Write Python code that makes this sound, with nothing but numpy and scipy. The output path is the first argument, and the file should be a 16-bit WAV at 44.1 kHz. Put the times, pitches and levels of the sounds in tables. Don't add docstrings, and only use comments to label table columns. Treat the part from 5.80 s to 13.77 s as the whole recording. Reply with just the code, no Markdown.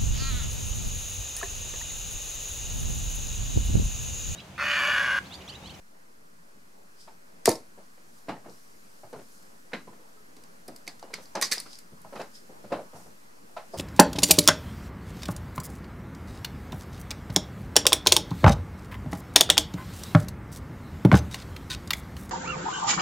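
import sys
import numpy as np
from scipy import signal
from scipy.fft import rfft, irfft, next_fast_len
from scipy.io import wavfile
from scipy.ndimage import uniform_filter1d, map_coordinates

SR = 44100
rng = np.random.default_rng(int(sys.argv[2]) if len(sys.argv) > 2 else 0)


def persist_wave(psi):
    counts = np.round(np.clip(psi, -1, 1) * 32767).astype(np.int16)
    wavfile.write(sys.argv[1], SR, np.atleast_2d(counts).T)


def field_ratio(decibels):
    return 10 ** (np.asarray(decibels, dtype=float) / 20)


N = 351477
SPAN = 12288
HZ = np.fft.rfftfreq(SPAN, 1 / SR)
FLOOR_WET_DB, HAND_WET_DB = 2.0, 1

# f/Hz, density/dB
HUM_SPECTRUM = [(12, -42), (20, -17), (32, -35.5), (123, -23), (148, -28.5), (167, -16), (240, -17),
                (359, -21), (414, -19.5), (561, -19.5), (659, -20.5), (744, -22.5), (823, -21), (1110, -22),
                (2500, -33.5), (3250, -52), (5500, -120)]
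HISS_SPECTRUM = [(880, -9.5), (1500, 4), (2160, -4.5), (2250, -6.5), (2610, -4.5), (3830, -7.5), (4190, -4),
                 (5690, -4.5), (10300, -7.5), (13700, -11.5), (15900, -19.5)]
# t/s, level over the still room/dB
STIR = [(0, 0), (1.5, 2), (2.6, 2.5), (3.6, 3), (4.7, 3.5), (5.3, 4), (5.7, 6.5), (6, 3.5), (7, 5.5),
        (7.6, 3.5), (7.97, 6.5)]
# f/Hz, likeness
AIR_LIKENESS = [(60, 0.83), (180, 0.82), (550, -0.47), (1650, -0.73), (4970, 0.3), (15000, 0.57)]
# f/Hz, likeness
ECHO_LIKENESS = [(100, 0.96), (400, 1), (1000, 0.77), (3000, 0.67), (10000, 0.2)]
# f/Hz, T60/s
ROOM_DECAY = [(100, 0.33), (500, 0.19), (2000, 0.22), (6000, 0.21), (14000, 0.21)]

# t of peak/s, level/dB,
# swell/(dB/s), fade/(dB/s)
SLEEVE_RUSTLES = [(1.212, -62.5, 399, 178), (5.936, -58.5, 120, 217.5), (6.555, -59, 599, 260),
                  (7.942, -61.5, 600, 200), (1.6565, -47.5, 3001.5, 4002), (5.7205, -48, 1200, 3000)]
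# t of peak/s, level/dB, swell/(dB/s), fade/(dB/s)
STRIDE_RUSTLES = [(2.05, -80, 150, 100.6), (2.38, -72.5, 100, 100), (2.71, -71, 300, 39.8),
                  (3.1, -81, 40.2, 40.2), (3.55, -70, 30, 40), (5.44, -64, 300, 600), (5.99, -80, 60, 200),
                  (6.4, -67, 100, 150), (6.56, -72, 400, 200), (7.16, -65.5, 500, 75)]
# f/Hz, density/dB
WEAVE_SPECTRUM = [(1760, -40), (3000, -17), (4200, -15), (5000, -2.5), (6090, -15.5), (9000, -16),
                  (14000, -31), (16000, -40)]
SMOOTH_SPECTRUM = [(1500, -29), (3500, -17), (5000, -7.5), (8000, -10.5), (12000, -12.5), (16000, -27)]

# f/Hz, density/dB
FLOOR_SPECTRUM = [(35, -46), (60, -34.5), (156, -9.5), (370, -6), (576, -3.5), (980, -4), (1140, -7),
                  (2600, -12.5), (3470, -15.5), (4050, -11.5), (12000, -31), (15600, -59), (22000, -120)]
# t/s, level/dB, hardness/dB, hollow note f/Hz
TOES = [(1.277, -43, -7, 830), (2.645, -48, -9, 1100), (6.2465, -38.5, -21, 970), (3.918, -45, -7, 2100),
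        (7.766, -29.5, -7.5, 560), (7.772, -37, 1, 1100), (2.493, -31, -10, 1060)]
# t/s, level/dB, hardness/dB, hollow note f/Hz
SOLES = [(1.977, -44.5, -13.5, 570), (2.564, -46.5, -11, 456), (3.2345, -42.5, -19, 760),
         (3.33, -33, -15.5, 440), (6.3255, -36.5, -12, 519), (6.355, -34, -4, 705), (6.396, -29, -6, 550),
         (6.414, -48, -11, 571), (6.906, -39, -10, 516), (6.92, -22, -12, 556), (6.991, -35, -18, 530),
         (7.132, -42.5, -14, 560), (7.152, -38, -10, 710), (7.2, -50, -6, 800), (7.937, -30.5, -24.5, 615)]
# t/s, level/dB, hardness/dB, hollow note f/Hz
HEELS = [(2.175, -52, -1, 568), (2.485, -25, -5, 640), (2.658, -39.5, -14, 664), (2.684, -41.5, -14, 465),
         (3.359, -47.5, 0, 735), (3.388, -40.5, -4.5, 523), (4.075, -39, -13.5, 925), (4.127, -49, -2, 450),
         (4.196, -50.5, -9, 460), (6.694, -42.5, -27, 526), (6.842, -39.5, -9, 563), (7.262, -44, -10, 690)]
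# t/s, level/dB, hardness/dB, hollow note f/Hz
CREAKS = [
    (2.471, -50, 8, 395),
    (6.124, -47.5, -17.5, 680),
]
# t/s, level/dB, hardness/dB, hollow note f/Hz, contact/s
KNOCKS = [
    (3.933, -26.5, 1, 503, 0.0024),
    (4.569, -47, -5, 400, 0.003),
    (4.884, -34, -25, 680, 0.0037),
    (5.0764, -37.5, 1.5, 750, 0.0047),
    (5.336, -30, 8, 430, 0.0014),
    (5.382, -41.5, -3, 520, 0.0056),
    (5.716, -36, 1, 560, 0.0088),
]
# t/s, level/dB, hardness/dB, hollow note f/Hz, contact/s
RAPS = [(5.2279, -31.5, -17, 780, 0.00084), (5.304, -43, -9, 468, 0.0029), (5.552, -25.5, -4, 840, 0.0033),
        (5.566, -26, -7, 810, 0.0068), (5.623, -30, -7, 1140, 0.0031), (5.775, -34, 5, 614, 0.0021),
        (5.858, -42, 5, 1270, 0.0051), (6.924, -25.5, -10.5, 1000, 0.005)]

# t/s, level/dB
POINT_MODES = [(1790, -5, 0.015), (2760, -16, 0.018), (4510, -7, 0.022), (5740, -9, .02), (6870, -1, 0.014),
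               (9200, -9, .011), (10700, -8, 0.016)]
POINT_HITS = [
    (1.6567, -13),
    (1.692, -24),
]
# t/s, level/dB
FACE_MODES = [(216, -8, 0.18), (324, -1, 0.19), (410, -8, 0.18), (473, -3, 0.26), (560, -5, 0.16),
              (633, -6, 0.25), (740, -8.5, 0.17), (915, -3, 0.17)]
FACE_HITS = [
    (1.682, -25),
]
# t/s, level/dB
WIRE_MODES = [(1047, 0, .1), (1340, -2, .03), (1755, -9, .06), (2115, -12, .07), (2420, -15, .07)]
WIRE_HITS = [
    (1.678, -29),
    (1.706, -37),
]
# t/s, level/dB
LANDING_MODES = [(820, 0, .07), (1284, -7.5, 0.12), (1628, -13, 0.13), (1820, -12.5, 0.099),
                 (2180, -11.5, .08), (2830, -18, 0.09)]
LANDING_HITS = [(2.495, -37), (2.556, -50), (2.657, -52), (3.233, -53.5), (4.884, -50), (6.2465, -50.5)]
# t/s, level/dB
EDGE_MODES = [(726, -4, 0.072), (1627, -3, 0.082), (2190, -2, 0.027), (3080, -1, .025), (3920, 0, .025)]
EDGE_HITS = [(3.9355, -37.5), (6.4, -48), (6.945, -49), (6.375, -50)]
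# t/s, level/dB
RIM_MODES = [(554, -9.5, 0.17), (840, 0.5, 0.063), (1260, -11, .1), (1693, -10, .078)]
RIM_HITS = [
    (5.552, -28.5),
]

# t/s, level/dB, contact/s
THUMPS = [
    (1.657, -30.5, 0.00044),
    (1.67, -31, .0004),
    (1.6771, -6.5, 0.0004),
    (1.6814, -9, 0.00089),
    (1.692, -18, 0.00043),
    (1.706, -24.5, 0.00045),
]
# f/Hz, width/Hz, level/dB
BOARD_MODES = [(115.6, 50, -12.5), (210, 120, -14), (310, 130, 1), (450, 260, 4), (735, 330, 5),
               (1310, 570, -5)]

# f/Hz, density/dB
DART_SPECTRUM = [(530, -19), (900, -20.5), (1150, -5), (1390, -6.5), (2020, 3), (2600, -6.5), (3150, -12.5),
                 (3700, -7.5), (4680, -5), (5410, -9.5), (9090, -13.5), (13200, -22.5), (14400, -23),
                 (15400, -29.5), (16000, -60)]
# f/Hz, width/Hz, level/dB
BARREL_MODES = [(1900, 122, -4), (2200, 84, -6), (4000, 84, 5), (4960, 91, -23), (5730, 280, 0),
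                (7260, 250, 10)]
# t/s, level/dB, top share/dB, left-right/dB
POINT_SNAPS = [
    (1.6574, -6.5, 1, 3.5),
    (1.6597, -13, -11.5, -6.5),
    (5.6145, -28, -4, 6),
]
# t/s, level/dB, top share/dB, left-right/dB
RATTLES = [(1.6695, -21, -11, -5), (1.6855, -29.5, -21, -3), (1.6915, -16, 7, -5), (1.7024, -27.5, -14, -5),
           (1.7161, -24, -8, -2), (1.7355, -48, -7, -6), (1.7553, -33.5, -7.5, -3)]
# t/s, level/dB, top share/dB, left-right/dB
CLICKS = [(2.387, -54, -1.5, -0.5), (3.3293, -45.5, -7.5, -.5), (3.627, -47.5, 1.5, 0),
          (4.566, -42.5, -6, -3), (4.637, -45, -5.5, -3.5), (4.8799, -35.5, 10.5, 1.5),
          (4.8844, -42.5, -34, -7), (4.9611, -39, 7, -1), (5.0674, -40.5, -11, -3), (5.0771, -27, -7.5, -5),
          (5.1944, -43.5, -6, -.5), (5.3314, -44, -8, -6), (5.3394, -25, -11.5, -12), (5.7365, -27, 4, 3),
          (5.8018, -31.5, -1, 5), (5.9873, -37, 3, 5), (6.215, -45.5, 10, -6), (6.3555, -45, -14, -7),
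          (6.4153, -38, -11, -6)]
# t/s, level/dB, top share/dB, left-right/dB
SHAFTS = [(2.696, -46, -25, 5), (5.227, -41.5, -23, 0), (5.456, -41.5, -29, .5), (5.7807, -25.5, -25, 0),
          (5.9305, -38, -23, 5), (5.954, -40, -21, 5)]
# t/s, level/dB, top share/dB, left-right/dB
TAPS = [
    (3.9324, -25, -65, -8),
    (5.8647, -48.5, -18, -1),
]
# t/s, level/dB, barrel share/dB, top share/dB, contact/s
PULLS = [(5.5526, -28, -52, -22, 0.0022), (5.615, -23.5, -1, 0, 0.0025), (5.6235, -11, -11, -5, 0.0017),
         (5.6338, -23.5, -24, -16, 0.01), (5.713, -18.5, -9, -5, 0.0058), (5.7218, -16, -15, -14, 0.0014)]
# t/s, level/dB, barrel share/dB, top share/dB, contact/s
TICKS = [(1.6728, -25, -16, -2, .0008), (1.6905, -17, -16, 8, .0002), (1.7153, -30, -12, 4, .0003),
         (5.6141, -16, -12, 2, .0002), (5.6219, -15, -14, 5, .0002), (5.6272, -13, -6.5, -7.5, .0012),
         (5.7283, -18, -9, -3, 0.0016), (5.7352, -19, -12, 8, .0002), (5.787, -41, -18, 3, .001),
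         (5.793, -45, -14, 0, .0012), (5.801, -23, -12, 8, 0.00018), (3.937, -33, 8, -25, .001),
         (3.942, -34, 10, -20, .0008), (3.949, -36, 11, -22, .001), (3.957, -39, 10, -24, .001),
         (5.562, -36, -6, -16, .004), (5.637, -23, -7, -10, .0006), (5.7167, -21.5, -11, -6, 0.00055),
         (5.7224, -14.5, -7, -8, 0.00046), (6.365, -46, 10, -15, .002), (6.995, -48, 10, -20, 0.0017)]

# t/s, f/Hz, level/dB, T60/s
LOOSE_DARTS = [(1.6686, 5430, -28, .03), (1.692, 10000, -13, 0.0086), (1.716, 4650, -28, 0.027),
               (4.8805, 4930, -40.5, .03), (4.9615, 4980, -42, .02), (5.081, 4520, -40, 0.056),
               (5.089, 5030, -41, .04), (5.347, 4830, -39, .03), (5.355, 4200, -40, 0.047),
               (5.553, 6070, -30, 0.022), (5.628, 4870, -24, 0.08), (5.632, 6070, -24.5, .07),
               (5.722, 4650, -14, 0.023), (5.729, 8300, -26, .012), (5.7807, 5000, -32, 0.049),
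               (5.802, 4420, -29, 0.023), (5.801, 9540, -24, 0.01), (5.624, 1103, -27.5, 0.078),
               (1.662, 1150, -34, .06), (1.7255, 1310, -44, 0.064), (1.704, 5900, -33, .04),
               (1.6855, 4900, -23, 0.016)]
# t/s, f/Hz, level/dB, T60/s
PLANKS = [(1.678, 290, -21, 0.04), (1.69, 393, -23, 0.045), (5.236, 1020, -47, 0.035), (5.7, 800, -48, .04),
          (5.3, 780, -42, .02), (5.557, 930, -39, .08), (2.658, 735, -41, 0.036), (6.93, 850, -30, 0.037),
          (2.498, 480, -37, .06), (2.521, 870, -36, 0.074), (3.942, 236, -35, 0.08),
          (3.936, 1400, -35, .06), (3.936, 2520, -33, 0.022), (6.356, 630, -32, 0.03),
          (6.363, 1260, -34, 0.03), (6.418, 530, -34, .04), (6.939, 620, -25, 0.037),
          (6.9915, 590, -26, 0.027), (7.696, 780, -44, 0.014), (6.3965, 550, -28.5, .03),
          (3.234, 660, -41, 0.04), (2.507, 2900, -44, .03), (2.565, 1900, -47, 0.036),
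          (3.36, 1400, -48, .05), (7.836, 720, -44, .04), (7.766, 668, -23, 0.031),
          (7.781, 850, -32.5, .05), (7.768, 1340, -33, 0.043), (7.944, 520, -34, 0.022),
          (4.36, 430, -56.5, 0.13), (4.405, 423, -54, .1)]
# t/s, f/Hz, level/dB, T60/s
TOUCHED_PARTS = [(4.073, 1010, -47, 0.12), (4.371, 1290, -59, 0.17), (5.077, 2200, -26, 0.013),
                 (5.229, 2890, -60, 0.2), (5.339, 2200, -26.5, 0.021), (5.624, 1900, -26, 0.028),
                 (5.722, 1730, -27, 0.058), (5.734, 4140, -35, 0.094), (1.756, 5330, -34, .02),
                 (5.396, 525, -43, 0.093)]
# t/s, f/Hz, level/dB, T60/s
NAILS = [(3.937, 4000, -35, .02), (3.936, 2250, -34, .02), (3.957, 1600, -42, .06),
         (6.402, 2600, -42, .025), (6.399, 4050, -46, .025), (6.42, 1600, -43, .05),
         (6.362, 2500, -47, .05), (6.924, 2700, -39, .035), (6.922, 4800, -45, .03),
         (6.948, 1000, -35, .04), (6.96, 1500, -44, .05), (6.334, 1300, -46, .03)]
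# t/s, level/dB
WEIGHT = [(2.491, -40), (2.693, -52), (3.242, -50), (3.36, -46.5), (4.091, -49), (5.72, -54), (6.125, -45),
          (6.254, -48), (6.362, -45), (6.689, -58), (6.86, -46), (6.921, -38), (7.149, -46), (7.262, -46.5),
          (7.78, -62)]
# f/Hz, width/Hz, level/dB
JOIST_MODES = [(36, 28, -6), (64.6, 44, -20), (104, 74, 6.5), (173, 180, 8.5)]


def unit(x):
    return x / np.sqrt(np.mean(x ** 2) + 1e-20)


def along(points, hz):
    f, value = np.transpose(points)
    return np.interp(np.log(hz + 1), np.log(f + 1), value)


def causal(db):
    cepstrum = irfft(np.log(field_ratio(db) + 1e-6))
    cepstrum[1:SPAN // 2] *= 2
    cepstrum[SPAN // 2 + 1:] = 0
    return np.exp(rfft(cepstrum))


def band(spectrum, edges, shares_db):
    db = along(spectrum, HZ)
    bend = []
    for lo, hi, share_db in zip(edges, edges[1:], shares_db):
        inside = (HZ >= lo) & (HZ < hi)
        held_db = 10 * np.log10(np.sum(field_ratio(2 * db[inside])))
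        bend.append((np.sqrt(lo * hi), share_db - held_db))
    return causal(db + along(bend, HZ))


def ringing(modes):
    total = 0
    for k, (centre, width, db) in enumerate(modes):
        damping = 1j * HZ * width
        total = total + (-1) ** k * field_ratio(db) * damping / (centre ** 2 - HZ ** 2 + damping)
    return total


def note(hz, db, t60, rise_s):
    t = np.arange(SPAN) / SR
    envelope = field_ratio(db - 60 * t / t60) * (1 - np.exp(-t / rise_s))
    return envelope * np.sin(2 * np.pi * hz * t)


def contact(colour, touch_s, blow, blow_s, rough_db):
    t = np.arange(SPAN) / SR
    u = t / touch_s
    lumps = field_ratio(rough_db * np.repeat(rng.standard_normal(SPAN // 32), 32))
    rough = rng.standard_normal(SPAN) * lumps * u * np.exp(-u)
    push = t * np.exp(-t / blow_s)
    force = rough + blow * np.linalg.norm(rough) * push / push.sum()
    sound = irfft(rfft(force) * colour, SPAN)
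    return sound / np.abs(sound).max()


def reverberation(gap_s):
    hz = HZ[::SPAN // 256]
    t = np.arange(SPAN // 128 + 1) * 128 / SR
    z = rng.standard_normal((2, len(hz), len(t), 2)) @ [1, 1j]
    z = z * field_ratio(-60 * t / along(ROOM_DECAY, hz)[:, None])
    turn = np.arccos(np.clip(along(ECHO_LIKENESS, hz), -1, 1))[:, None] / 2
    mid, side = z[0] * np.cos(turn), z[1] * np.sin(turn)
    window = signal.get_window("hann", 256)
    frames = irfft(np.array([mid + side, mid - side]).transpose(0, 2, 1)) * window
    overlap = frames[:, :-1, 128:] + frames[:, 1:, :128]
    tail = (overlap / (window[128:] ** 2 + window[:128] ** 2)).reshape(2, SPAN)
    sample = np.arange(SPAN)
    build_up = 1 - np.exp(-(sample / SR / gap_s) ** 2)
    echoes_db = map_coordinates(rng.standard_normal(SPAN // 128 + 2), [sample / 128], order=1)
    return tail * build_up * field_ratio(0.58 * echoes_db)


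def add(out, s, sound, colour, pan_db, wet_db, gap_s):
    wet = irfft(rfft(reverberation(gap_s)) * colour, SPAN)
    wet = wet * np.linalg.norm(sound) / np.linalg.norm(wet) * np.sqrt(2)
    direct = sound * field_ratio([[pan_db / 2], [-pan_db / 2]])
    start = round(s * SR)
    out[:, start:start + SPAN] += direct + field_ratio(wet_db) * wet


def rush(spectrum, patchy_db):
    z = signal.stft(rng.standard_normal((2, N + 8192)), nperseg=512)[2]
    field = uniform_filter1d(rng.standard_normal(z.shape[1:]), size=6, axis=0)
    field = uniform_filter1d(field, size=14, axis=1)
    pair = signal.istft(z * field_ratio(patchy_db * unit(field)), nperseg=512)[1]
    m = next_fast_len(pair.shape[1])
    hz = np.fft.rfftfreq(m, 1 / SR)
    turn = np.arccos(np.clip(along(AIR_LIKENESS, hz), -1, 1)) / 2
    gain = field_ratio(along(spectrum, hz)) * (hz < 15750)
    mid, side = irfft(rfft(pair, m) * gain * [np.cos(turn), np.sin(turn)], m)[:, :N]
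    return unit(np.array([mid + side, mid - side]))


def air():
    stir_db = np.interp(np.arange(N) / SR, *np.transpose(STIR))
    hum = field_ratio(-60 + 0.95 * stir_db) * rush(HUM_SPECTRUM, patchy_db=1.9)
    hiss = field_ratio(-64 + 1.02 * stir_db) * rush(HISS_SPECTRUM, patchy_db=0.64)
    return hum + hiss


def swells(rows):
    t = np.arange(N) / SR
    return sum(field_ratio(db - np.maximum(swell * (s - t), fade * (t - s))) for s, db, swell, fade in rows)


def cloth():
    sleeve = swells(SLEEVE_RUSTLES) * rush(WEAVE_SPECTRUM, patchy_db=1.0)
    strides = swells(STRIDE_RUSTLES) * rush(SMOOTH_SPECTRUM, patchy_db=2.0)
    return field_ratio(9.5) * (sleeve + strides)


def steps(out):
    # table, bass share/dB, contact/s
    shoes = ((HEELS, -1, 0.0046), (SOLES, -10, 0.0081), (TOES, -28, 0.0034), (CREAKS, 8.8, 0.0042))
    rows = [(*row, touch_s, bass_db, FLOOR_WET_DB) for table, bass_db, touch_s in shoes for row in table]
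    rows += [(*row, -1, FLOOR_WET_DB) for row in KNOCKS]
    rows += [(*row, -9, HAND_WET_DB) for row in RAPS]
    for s, db, hard_db, note_hz, touch_s, bass_db, wet_db in rows:
        shares_db = (bass_db + 3.0, 0, hard_db - 0.5, hard_db - 11.0)
        colour = band(FLOOR_SPECTRUM, (170, 350, 1200, 4000, 9000), shares_db)
        colour = colour * (1j * HZ / (110 + 1j * HZ)) ** 2
        hollow = ringing([(note_hz, 0.25 * note_hz, 8)])
        knock = contact(colour * (1 + hollow), touch_s, blow=0.76, blow_s=0.00013, rough_db=3.5)
        echo = colour * (1 + 0.26 * hollow)
        add(out, s - 0.0008, field_ratio(db - 0.5) * knock, echo, pan_db=-0.5, wet_db=wet_db, gap_s=0.0034)


def chords(out, modes, hits, rise_s, wet_db):
    sound = sum(note(*mode, rise_s) for mode in modes)
    for s, db in hits:
        add(out, s, field_ratio(db) * sound, rfft(sound), pan_db=0.2, wet_db=wet_db, gap_s=0.0071)


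def thump(out):
    t = np.arange(SPAN) / SR
    small_board = (1j * HZ / (75 + 1j * HZ)) ** 2
    for s, db, touch_s in THUMPS:
        push = t * np.exp(-t / touch_s)
        colour = rfft(push) * ringing(BOARD_MODES) * small_board
        ring = irfft(colour, SPAN)
        sound = -field_ratio(db) * ring / np.abs(ring).max()
        echo = colour * 1j * HZ / (260 + 1j * HZ)
        add(out, s, sound, echo, pan_db=0.5, wet_db=-8.0, gap_s=0.0016)


def dart_touches():
    # table, barrel share/dB, contact/s, clean blow
    kinds = ((POINT_SNAPS, -11, 0.00039, 0.78), (RATTLES, -15.5, 0.00091, 0.63), (CLICKS, -10, 0.0016, 0.55),
             (SHAFTS, -25, 0.001, 0.35), (TAPS, 13.5, 0.001, 0.16))
    rows = []
    for table, barrel_db, touch_s, blow in kinds:
        rows += [(s, db, barrel_db, top_db, touch_s, pan_db, blow) for s, db, top_db, pan_db in table]
    rows += [(*row, -4.5, 0.03) for row in PULLS]
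    return rows + [(*row, -1, 0.59) for row in TICKS]


def tick(out):
    dull = 1 / (1 + 1j * HZ / 6000)
    for s, db, barrel_db, top_db, touch_s, pan_db, blow in dart_touches():
        colour = band(DART_SPECTRUM, (1200, 3300, 8000, 15500), (barrel_db, 0, top_db))
        struck = [(hz, width, level + rng.normal(0, 3)) for hz, width, level in BARREL_MODES]
        ring = colour * (1 + 0.11 * ringing(struck))
        sound = field_ratio(db + 0.5) * contact(ring, touch_s, blow, blow_s=0.00002, rough_db=2.0)
        echo = (colour + 0.3 * ring) * dull
        add(out, s - 0.0003, sound, echo, np.clip(pan_db, -6, 6), wet_db=-4.0, gap_s=0.0012)


def pings(out, rows, rise_s, pan_db, wet_db):
    for s, hz, db, t60 in rows:
        sound = note(hz, db, t60, rise_s)
        add(out, s, sound, rfft(sound), pan_db, wet_db, gap_s=0.0063)


def weight(out):
    colour = ringing(JOIST_MODES) / (1 + 1j * HZ / 250) ** 2
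    for s, db in WEIGHT:
        thud = contact(colour, touch_s=0.0042, blow=0.2, blow_s=0.0026, rough_db=-0.5)
        add(out, s - 0.005, field_ratio(db + 0.5) * thud, colour, pan_db=0.0, wet_db=-0.5, gap_s=0.01)


def scene():
    out = np.zeros((2, N + SPAN))
    bed = air() + cloth()
    steps(out)
    chords(out, POINT_MODES, POINT_HITS, rise_s=0.00027, wet_db=-25.0)
    chords(out, FACE_MODES, FACE_HITS, rise_s=0.0064, wet_db=-17)
    struck = ((WIRE_MODES, WIRE_HITS), (LANDING_MODES, LANDING_HITS), (EDGE_MODES, EDGE_HITS), (RIM_MODES, RIM_HITS))
    for modes, hits in struck:
        chords(out, modes, hits, rise_s=0.00053, wet_db=-3.5)
    thump(out)
    tick(out)
    pings(out, LOOSE_DARTS, rise_s=0.00035, pan_db=-0.5, wet_db=-14.0)
    pings(out, PLANKS, rise_s=0.0012, pan_db=-0.8, wet_db=-8.0)
    pings(out, TOUCHED_PARTS, rise_s=0.00031, pan_db=-4.0, wet_db=-21.0)
    pings(out, NAILS, rise_s=0.0008, pan_db=-0.5, wet_db=-4.0)
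    weight(out)
    return out[:, :N] + bed


def band_limit(x):
    return signal.sosfilt(signal.butter(12, 16640, fs=SR, output="sos"), x)


def record(dry):
    mix = dry - 0.003
    return band_limit(mix)


dry = scene()
out = record(dry)
persist_wave(out)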